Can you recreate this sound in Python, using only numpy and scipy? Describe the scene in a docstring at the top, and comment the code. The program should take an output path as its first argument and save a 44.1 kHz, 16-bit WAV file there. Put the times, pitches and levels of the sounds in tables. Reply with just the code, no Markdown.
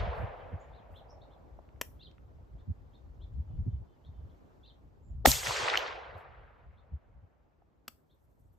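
"""The echo of a rifle shot dies away in a scrubby lane while light wind buffets the microphone.
The steel action clicks and the suppressed rifle fires again: gas rings in the suppressor, the bullet
cracks, recoil thumps the bench. The crack rolls back from bushes and trees for two seconds and a
spent brass case lands, ringing. A sleeve rustles; sparrows chirp far off over the countryside's hum."""
import sys
import numpy as np
from scipy import signal
from scipy.fft import rfft, irfft, next_fast_len
from scipy.io import wavfile
from scipy.ndimage import uniform_filter1d, map_coordinates

SR = 44100
rng = np.random.default_rng(int(sys.argv[2]) if len(sys.argv) > 2 else 0)


def unload_audio(sound):
    """Save the sound as a 16-bit wav file, at the path given as the first command line argument."""
    columns = np.transpose(np.atleast_2d(sound))
    # keep every value between -1 and 1, then stretch to whole-number steps
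    steps = np.round(np.clip(columns, -1, 1) * 32767)
    wavfile.write(sys.argv[1], SR, steps.astype(np.int16))


N = 378378


def amp(db):
    return 10 ** (np.asarray(db) / 20)


def unit_rms(x):
    return x / np.sqrt(np.mean(x ** 2) + 1e-20)


def at_hz(points, hz):
    """Interpolates (Hz, value) points on a log axis."""
    knot_hz, values = np.transpose(points)
    return np.interp(np.log(hz + 1), np.log(knot_hz + 1), values)


def wobble(knots_per_s):
    """Smooth random curve."""
    return map_coordinates(rng.standard_normal(2 ** 13), [np.arange(N) * knots_per_s / SR])


def filtered(x, response):
    """Applies a complex frequency response."""
    size = next_fast_len(x.shape[-1] + 8192)
    return irfft(rfft(x, size) * response(np.fft.rfftfreq(size, 1 / SR)), size)[..., :x.shape[-1]]


def resonances(modes):
    """Frequency response of a body's modes, alternating in sign."""
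    return lambda f: sum((-1) ** k * amp(db) * 1j * f * width / (hz * hz - f * f + 1j * f * width)
                         for k, (hz, width, db) in enumerate(modes))


def patchy_noise(spectrum, correlation, patchy_db, shape_db=lambda hz, s: 0):
    """Stereo noise with random patches of gain over frequency and time."""
    def mid_side_response(f):
        angle = np.arccos(np.clip(at_hz(correlation, f), -1, 1)) / 2
        return amp(at_hz(spectrum, f)) * [np.cos(angle), np.sin(angle)]

    hz, s, bins = signal.stft(rng.standard_normal((2, N)), SR, nperseg=256)
    patches = uniform_filter1d(rng.standard_normal(bins.shape[1:]), 4, axis=0)
    patches = unit_rms(uniform_filter1d(patches, 6, axis=1))
    gain = amp(patchy_db * patches + shape_db(hz[:, None], s))
    pair = signal.istft(bins * gain, SR, nperseg=256)[1][:, :N]
    mid, side = filtered(pair, mid_side_response)
    return np.array([mid + side, mid - side]) / np.sqrt(np.mean(amp(at_hz(spectrum, hz)) ** 2))


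def add(track, start_s, sound, pan_db=0):
    """Mixes a sound into a stereo track; positive pan is left."""
    part = track[:, round(start_s * SR):][:, :sound.shape[-1]]
    part += sound[..., :part.shape[1]] * amp([[pan_db / 2], [-pan_db / 2]])


def puff(hz, sigma_s, noise_share, phase_rad=0):
    """Gaussian burst of tone and band noise, centred 3 sigma after its start."""
    t = np.arange(-3 * sigma_s, 3 * sigma_s, 1 / SR)
    band = np.exp(-np.log((np.fft.rfftfreq(2 ** 13, 1 / SR) + 1) / hz) ** 2 / 0.32)
    mid, side = unit_rms(irfft(rfft(rng.standard_normal((2, 2 ** 13))) * band))
    hiss = .8 * mid + .5 * side * [[1], [-1]]
    bell = np.exp(-(t / sigma_s) ** 2 / 2) - np.exp(-9 / 2)
    tone = np.cos(2 * np.pi * hz * t + phase_rad * np.array([[-1], [1]]))
    return bell * ((1 - noise_share) * tone + noise_share * .5 * hiss[:, :len(t)])


# Hum envelope. Each row: time in seconds, level in dB.
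HUM_LEVEL = [(0, -62), (4.5, -62.5), (6.5, -70.5), (8.58, -72)]
# Hum spectrum. Each row: frequency in Hz, relative density in dB.
HUM_SPECTRUM = [(88, -29.5), (150, -0.5), (190, -6), (275, -5.5), (871, -15), (2400, -33), (7180, -43.5),
                (9820, -52), (13200, -42), (16000, -60)]
# Hum stereo image. Each row: frequency in Hz, left-right correlation.
HUM_CORRELATION = [(60, 0.73), (180, -0.11), (550, 0.19), (1650, -0.28), (4970, 0.42), (15000, -0.21)]


def countryside_hum():
    """Low, wide, slowly wavering noise of the fields."""
    level_db = np.interp(np.arange(N) / SR, *np.transpose(HUM_LEVEL)) + .8 * wobble(3)
    return amp(level_db) * patchy_noise(HUM_SPECTRUM, HUM_CORRELATION, patchy_db=1.5)


# Wind envelope. Each row: time in seconds, level in dB.
WIND_LEVEL = [(0, -35), (.35, -57.5), (1, -58), (2.3, -56.5), (3.1, -53.5), (3.5, -42), (3.82, -40),
              (3.88, -64), (4.25, -50), (4.35, -63), (4.9, -60), (5.2, -43), (5.7, -58.5), (7.2, -64),
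              (7.35, -73.5), (8.58, -67.5)]
# Wind rumble. Each row: frequency in Hz, relative density in dB.
WIND_SPECTRUM = [(12, -41.5), (20, -12.5), (54, 10), (123, -1), (206, -16.5), (400, -40), (520, -69),
                 (880, -120)]
# Strong eddies. Each row: centre in seconds, level in dB, pitch in Hz.
EDDIES = [(0.097, -28, 73.5), (0.207, -30, 71), (0.244, -27.5, 101), (0.55, -30.5, 86.3), (.932, -41.5, 83),
          (1.898, -44.5, 73.5), (2.555, -35, 60), (2.707, -24, 85.2), (3.243, -42, 71.7),
          (3.402, -27.5, 76.6), (3.606, -32.5, 79.4), (3.685, -23, 108), (3.754, -27, 67.4),
          (4.091, -41, 95), (4.21, -45, 79), (5.115, -37, 70.2), (5.49, -36, 122), (5.639, -39, 103.5),
          (6.168, -41, 87.4), (6.691, -43.5, 66), (6.948, -30, 73), (7.185, -47.5, 64.3),
          (7.245, -46, 92.4)]


def wind(small_count=40):
    """Wind flutters on the microphone in lumps; eddies thud on its ports."""
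    knot_s, wind_db = np.transpose(WIND_LEVEL)
    lumps = amp(np.interp(np.arange(N) / SR, knot_s, wind_db) + 2.9 * wobble(14))
    rumble = filtered(rng.standard_normal((2, N)), lambda f: amp(at_hz(WIND_SPECTRUM, f)))
    mid, side = lumps * unit_rms(rumble)
    out = np.array([mid + 0.67 * side, mid - 0.25 * side])
    when, weakness, pitch = rng.random((small_count, 3)).T
    small_s = when * N / SR
    small_db = np.interp(small_s, knot_s, wind_db) + 9 - 8 * weakness
    small_hz = 76 * 1.25 ** (2 * pitch - 1)
    for s, db, hz in [*EDDIES, *zip(small_s, small_db, small_hz)]:
        sigma_s = 1.1 / hz
        start_s = s - 3 * sigma_s
        thud = puff(hz, sigma_s, noise_share=0.3, phase_rad=0.34 * rng.standard_normal())
        add(out, max(start_s, 0), amp(db) * thud)
        onset_db = db - 7.5 + 0.18 * (db + 29.5)  # strong eddies start brighter
        add(out, max(start_s - .012, 0), amp(onset_db) * puff(1.53 * hz, sigma_s, noise_share=0.93))
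    return out


def bird_note(out, s, path, db, upper_db, fade_s, above_hz=550):
    """Adds a two-voiced note gliding along (seconds from s, Hz) points."""
    knot_s, knot_hz = np.transpose(path)
    t = np.arange(knot_s[0], knot_s[-1], 1 / SR)
    hz = uniform_filter1d(np.interp(t, knot_s, knot_hz), size=180, mode="nearest")
    swell = np.clip(np.minimum(t - knot_s[0], knot_s[-1] - t) / fade_s, 0, 1)
    lower = np.sin(2 * np.pi * np.cumsum(hz) / SR)
    upper = np.sin(2 * np.pi * np.cumsum(hz + above_hz) / SR)
    add(out, s + knot_s[0], amp(db) * swell * (lower + amp(upper_db) * upper))


# Peaked chirps. Each row: crest in seconds, length in seconds, crest pitch in Hz, level in dB.
CHIRPS = [(.616, .05, 7000, -76), (.976, .075, 3690, -60.5), (1.112, .06, 5550, -71.5),
          (1.23, .045, 3950, -68), (1.33, .06, 3700, -72.5), (2.6, .042, 3700, -76.5),
          (2.953, .05, 3800, -71), (3.232, .062, 3700, -66.5), (4.065, .058, 3800, -71.5),
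          (4.31, .07, 3570, -82.5), (6.79, .048, 3790, -77.5), (8.117, .051, 3800, -76.5)]
# Longer calls. Each row: crest in seconds, level in dB, crest pitch in Hz.
WARBLES = [(.772, -71.5, 4200), (2.045, -58, 4290), (4.68, -64, 4250)]
# Main and low voice of a warble. Each row: seconds from the crest, ratio to crest pitch.
WARBLE_MAIN = [(-.055, .75), (-.005, 1), (.018, .85), (.03, .71), (.047, .93)]
WARBLE_LOW = [(-.04, .66), (-.026, .63), (-.006, .9), (.02, .8)]
# Near-level notes. Each row: centre in seconds, pitch in Hz, level in dB.
WHISTLES = [(3.52, 3050, -88.5), (3.73, 3130, -87), (3.92, 3120, -88.5), (4.179, 3145, -88),
            (5.075, 7200, -86)]


def sparrows(rise_hz_per_s=31000, fall_hz_per_s=27000, whistle_s=.115):
    """Chirps climb and drop, warbles dip and turn up again, whistles barely bend; all rasp a little."""
    out, rasp_db = np.zeros((2, N)), 4 * wobble(400)
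    for s, length_s, hz, db in CHIRPS:
        rise_s, fall_s = 0.54 * length_s, 0.46 * length_s
        path = [(-rise_s, hz - rise_hz_per_s * rise_s), (0, hz), (fall_s, hz - fall_hz_per_s * fall_s)]
        bird_note(out, s, path, db, upper_db=-7.5, fade_s=0.37 * length_s)
    for s, db, hz in WARBLES:
        bird_note(out, s, np.multiply(WARBLE_MAIN, [1, hz]), db, upper_db=-14, fade_s=.02)
        bird_note(out, s, np.multiply(WARBLE_LOW, [1, hz]), db - 6, upper_db=-25, fade_s=.015)
    for s, hz, db in WHISTLES:
        path = [(-whistle_s / 2, 0.98 * hz), (0, hz), (whistle_s / 2, 0.94 * hz)]
        bird_note(out, s, path, db, upper_db=-3, fade_s=.025, above_hz=420)
    return out * amp(rasp_db)


# Cloth rustles. Each row: centre in seconds, Gaussian sigma in seconds, level in dB.
RUSTLES = [(0.197, 0.041, -77), (0.96, 0.037, -83), (6.19, 0.025, -78.5), (8.35, 0.26, -87.5)]


def sleeve():
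    """Soft, bright swishes of cloth."""
    t = np.arange(N) / SR
    swish = sum(amp(db) * np.exp(-((t - s) / sigma_s) ** 2 / 2) for s, sigma_s, db in RUSTLES)
    flutter = amp(2.2 * wobble(60))
    spectrum = [(2000, -32), (6000, -6), (13000, 2), (16000, -11)]
    return swish * flutter * patchy_noise(spectrum, correlation=[(5000, .5)], patchy_db=3.4)


# Small ticks. Each row: time in seconds, level in dB, band centre in Hz.
TICKS = [(1.6881, -59, 1737), (1.7594, -62, 1610), (2.1121, -60, 3110), (2.1798, -55, 1590)]


def ticks():
    """Faint, noisy ticks near the bench."""
    out = np.zeros((2, N))
    for s, db, hz in TICKS:
        add(out, s - .002, amp(db) * puff(hz, sigma_s=.0015, noise_share=0.97))
    return out


# Decay in the nearby brush. Each row: frequency in Hz, T60 in seconds.
BRUSH_DECAY = [(300, .25), (3000, 0.18), (12000, 0.32)]


def brush_scatter(dry, split_s):
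    """Short scatter off nearby leaves; sounds after split_s get a second random tail."""
    hz, t, bins = signal.stft(rng.standard_normal((2, 2, SR // 3)), SR, nperseg=256)
    decay = amp(-60 * t / at_hz(BRUSH_DECAY, hz)[:, None])
    tails = signal.istft(bins * decay, SR, nperseg=256)[1]
    late = np.arange(N) > split_s * SR
    wet = sum(signal.oaconvolve(dry * part, tail / np.linalg.norm(tail[0]), axes=1)
              for part, tail in zip([~late, late], tails))
    return np.pad(wet, ((0, 0), (400, 0)))[:, :N]  # 9 ms pre-delay


# Landing and bounce of the case. Each row: start in seconds, level in dB.
CASE_HITS = [(5.7739, -11), (5.7915, -27)]
# Brass modes. Each row: frequency in Hz, gain in dB, T60 in seconds.
BRASS_MODES = [(3007, 3.5, 0.0078), (4300, -4, .008), (6200, -2, 0.0038), (11440, -38, .13),
               (14220, -18, .008)]


def spent_case(attack_s=0.00049):
    """The brass snaps on the bench and one thin mode rings on."""
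    out, t = np.zeros((2, N)), np.arange(SR // 4) / SR
    ring = sum(amp(db - 60 * t / t60) * np.sin(2 * np.pi * hz * t) for hz, db, t60 in BRASS_MODES)
    for s, db in CASE_HITS:
        add(out, s, amp(db) * ring * (1 - np.exp(-t / attack_s)))
    return out


# Clicks of the action. Each row: time in seconds, relative level in dB, pan in dB.
CLICKS = [(1.8136, -15, 1), (7.8804, -24, 3)]
# Steel modes. Each row: frequency in Hz, bandwidth in Hz, gain in dB.
STEEL_MODES = [(2820, 1600, 4), (3900, 730, 6), (5400, 600, -12.5), (8400, 650, -7), (12350, 3900, -3)]
# Stock modes. Each row: frequency in Hz, bandwidth in Hz, relative gain in dB.
STOCK_MODES = [(230, 40, -6.5), (540, 380, 4)]


def action_clicks(t60_s=0.02, attack_s=.001):
    """A few ms of rattling contact drive the resonances of the steel and the stock."""
    out, t = np.zeros((2, N)), np.arange(SR // 10) / SR
    for s, db, pan_db in CLICKS:
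        rattle = rng.standard_normal(len(t)) * amp(-60 * t / t60_s) * (1 - np.exp(-t / attack_s))
        steel = 1.1 * rattle + filtered(rattle, resonances(STEEL_MODES))
        stock = amp(10) * filtered(rattle, resonances(STOCK_MODES))
        add(out, s - .001, amp(db - 7.5) * (steel + stock), pan_db)
    return out


SHOT_S, SHOT_GAP_S, AIR_LOSS_DB_PER_S = 5.256, 5.994, 51
# Echo envelope. Each row: time in seconds, relative brush level in dB, relative far wood level in dB.
ECHO_LEVEL = [(5.256, -120, -120), (5.262, -43.5, -41.5), (5.28, -34, -44.5), (5.329, -38.5, -55),
              (5.421, -45, -61), (5.469, -38, -59.5), (5.6, -35, -43.5), (5.76, -35.5, -37.5),
              (5.87, -40, -42.5), (6.03, -50.5, -49), (6.7, -72, -69), (7.15, -79.5, -69),
              (7.4, -84, -73.5), (8.399, -100, -100.5)]
# Echo spectrum. Each row: frequency in Hz, relative density in dB.
ECHO_SPECTRUM = [(150, -49.5), (300, -17), (450, -4.5), (1300, -6), (6500, -4.5), (9000, -6),
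                 (12500, -12.5), (16000, -15)]
# Echo stereo image. Each row: frequency in Hz, left-right correlation.
ECHO_CORRELATION = [(60, 0.61), (180, 0.6), (550, .5), (1650, 0.16), (4970, 1), (15000, .6)]
# Slaps off single bushes, trunks and banks. Each row: time in seconds, relative level in dB, band in Hz.
SLAPS = [(1.587, -44.5, 616), (5.316, -11, 5280), (5.431, -23.5, 1200), (5.461, -23, 1850),
         (5.469, -19, 1900), (5.506, -21, 754), (5.598, -25, 606), (5.677, -19, 950), (5.683, -14, 1780),
         (5.699, -19, 2600), (5.738, -17, 1800), (5.744, -17, 1470), (5.754, -16.5, 1660),
         (7.618, -54, 557)]


def lane_echo(small_count=40, small_span_s=.55):
    """Leaves scatter the crack back, duller with distance; the far wood rolls on in the low mids."""
    knot_s, brush_db, wood_db = np.transpose(ECHO_LEVEL)

    def shape_db(hz, t):
        earlier = t < 3  # the opening is the louder tail of the shot before
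        t = t + earlier * SHOT_GAP_S
        treble_db = np.clip(7 - AIR_LOSS_DB_PER_S * (t - SHOT_S), -45, 7)  # 6.5 kHz against 2 kHz
        tilt_db = treble_db * (np.maximum(hz, 1400) - 2000) / 4500
        brush = np.interp(t, knot_s, brush_db) + earlier * 5.6 + tilt_db
        wood = np.interp(t, knot_s, wood_db) + earlier * 14.6 - 40 * np.log((hz + 1) / 620) ** 2
        return 10 * np.log10(amp(2 * brush + 11) + amp(2 * wood + 20.5))  # power sum

    out = patchy_noise(ECHO_SPECTRUM, ECHO_CORRELATION, patchy_db=2, shape_db=shape_db)
    when, weakness, pitch = rng.random((small_count, 3)).T
    small_s = SHOT_S + .15 + small_span_s * when
    small_db = np.interp(small_s, knot_s, brush_db) + 10.5 - 6 * weakness
    small_hz = 1387 * 1.9 ** (2 * pitch - 1)
    for s, db, hz in [*SLAPS, *zip(small_s, small_db, small_hz)]:
        add(out, s - .002, amp(db + 0.5) * puff(hz, sigma_s=.0009 + .7 / hz, noise_share=0.87))
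    return out


# Muzzle blast. Each row: centre in seconds, pitch in Hz, Gaussian sigma in seconds, level in dB,
# pan in dB, noise share from 0 to 1.
BLAST = [(5.2572, 750, 0.0013, -6, 4.5, 0.15), (5.258, 1095, 0.0031, -13, 1.5, 0.94),
         (5.2605, 1900, 0.0011, -7.5, -5, 0.5), (5.259, 4000, .003, -14.5, -1, 1),
         (5.260, 12500, 0.0013, -11, -2.5, 1), (5.257, 423.6, 0.0045, -16.5, 2.5, 1)]
# Bench modes. Each row: frequency in Hz, level in dB, T60 in seconds.
BENCH_MODES = [(250, -14.5, 0.058), (60, -16, 0.14), (520, -14, .02), (134.1, -25, 0.18)]


def rifle_shot(recoil_s=5.2721, recoil_rise_s=.0006):
    """Gas rings in the suppressor, the crack follows, the recoil thumps the bench."""
    out, t = np.zeros((2, N)), np.arange(SR // 4) / SR
    for s, hz, sigma_s, db, pan_db, noise_share in BLAST:
        add(out, s - 3 * sigma_s, amp(db) * puff(hz, sigma_s, noise_share, phase_rad=0.2), pan_db)
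    attack = 1 - np.exp(-t / recoil_rise_s)
    for k, (hz, db, t60) in enumerate(BENCH_MODES):
        side = (-1) ** k
        ring = np.cos(2 * np.pi * hz * t + side * np.array([[-0.21], [0.21]]))
        add(out, recoil_s, amp(db - 60 * t / t60) * attack * ring, pan_db=-3 * side)
    return out


def scene():
    """Sums all sources; clicks, ticks and birds also scatter off the brush."""
    near, birds = action_clicks() + ticks(), sparrows()
    rifle = rifle_shot() + lane_echo() + spent_case()
    scatter = brush_scatter(amp(-17) * near + amp(-3.5) * birds, split_s=2.4)
    return rifle + near + birds + scatter + sleeve() + wind() + countryside_hum()


# Phase between the microphone ports. Each row: frequency in Hz, left lead in radians.
PORT_PHASE = [(7400, 0), (11700, -5), (15500, -9.5)]


def record(dry, ceiling=.95, top_hz=16300):
    """Band-limited microphone pair: peaks round off, the ports notch 9.9 kHz and part in treble phase."""
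    def response(hz):
        notch_db = -30 * np.exp(-((hz - 9900) / 450) ** 2)
        shelf_db = -19 / (1 + np.exp((15300 - hz) / 100))
        phase = np.exp(1j * at_hz(PORT_PHASE, hz) * [[.5], [-.5]])
        return amp(notch_db + shelf_db) * phase * (hz < top_hz)

    rounded = dry / (1 + np.abs(dry / ceiling) ** 6) ** (1 / 6)
    return filtered(rounded, response)


dry = scene()
out = record(dry)
unload_audio(out)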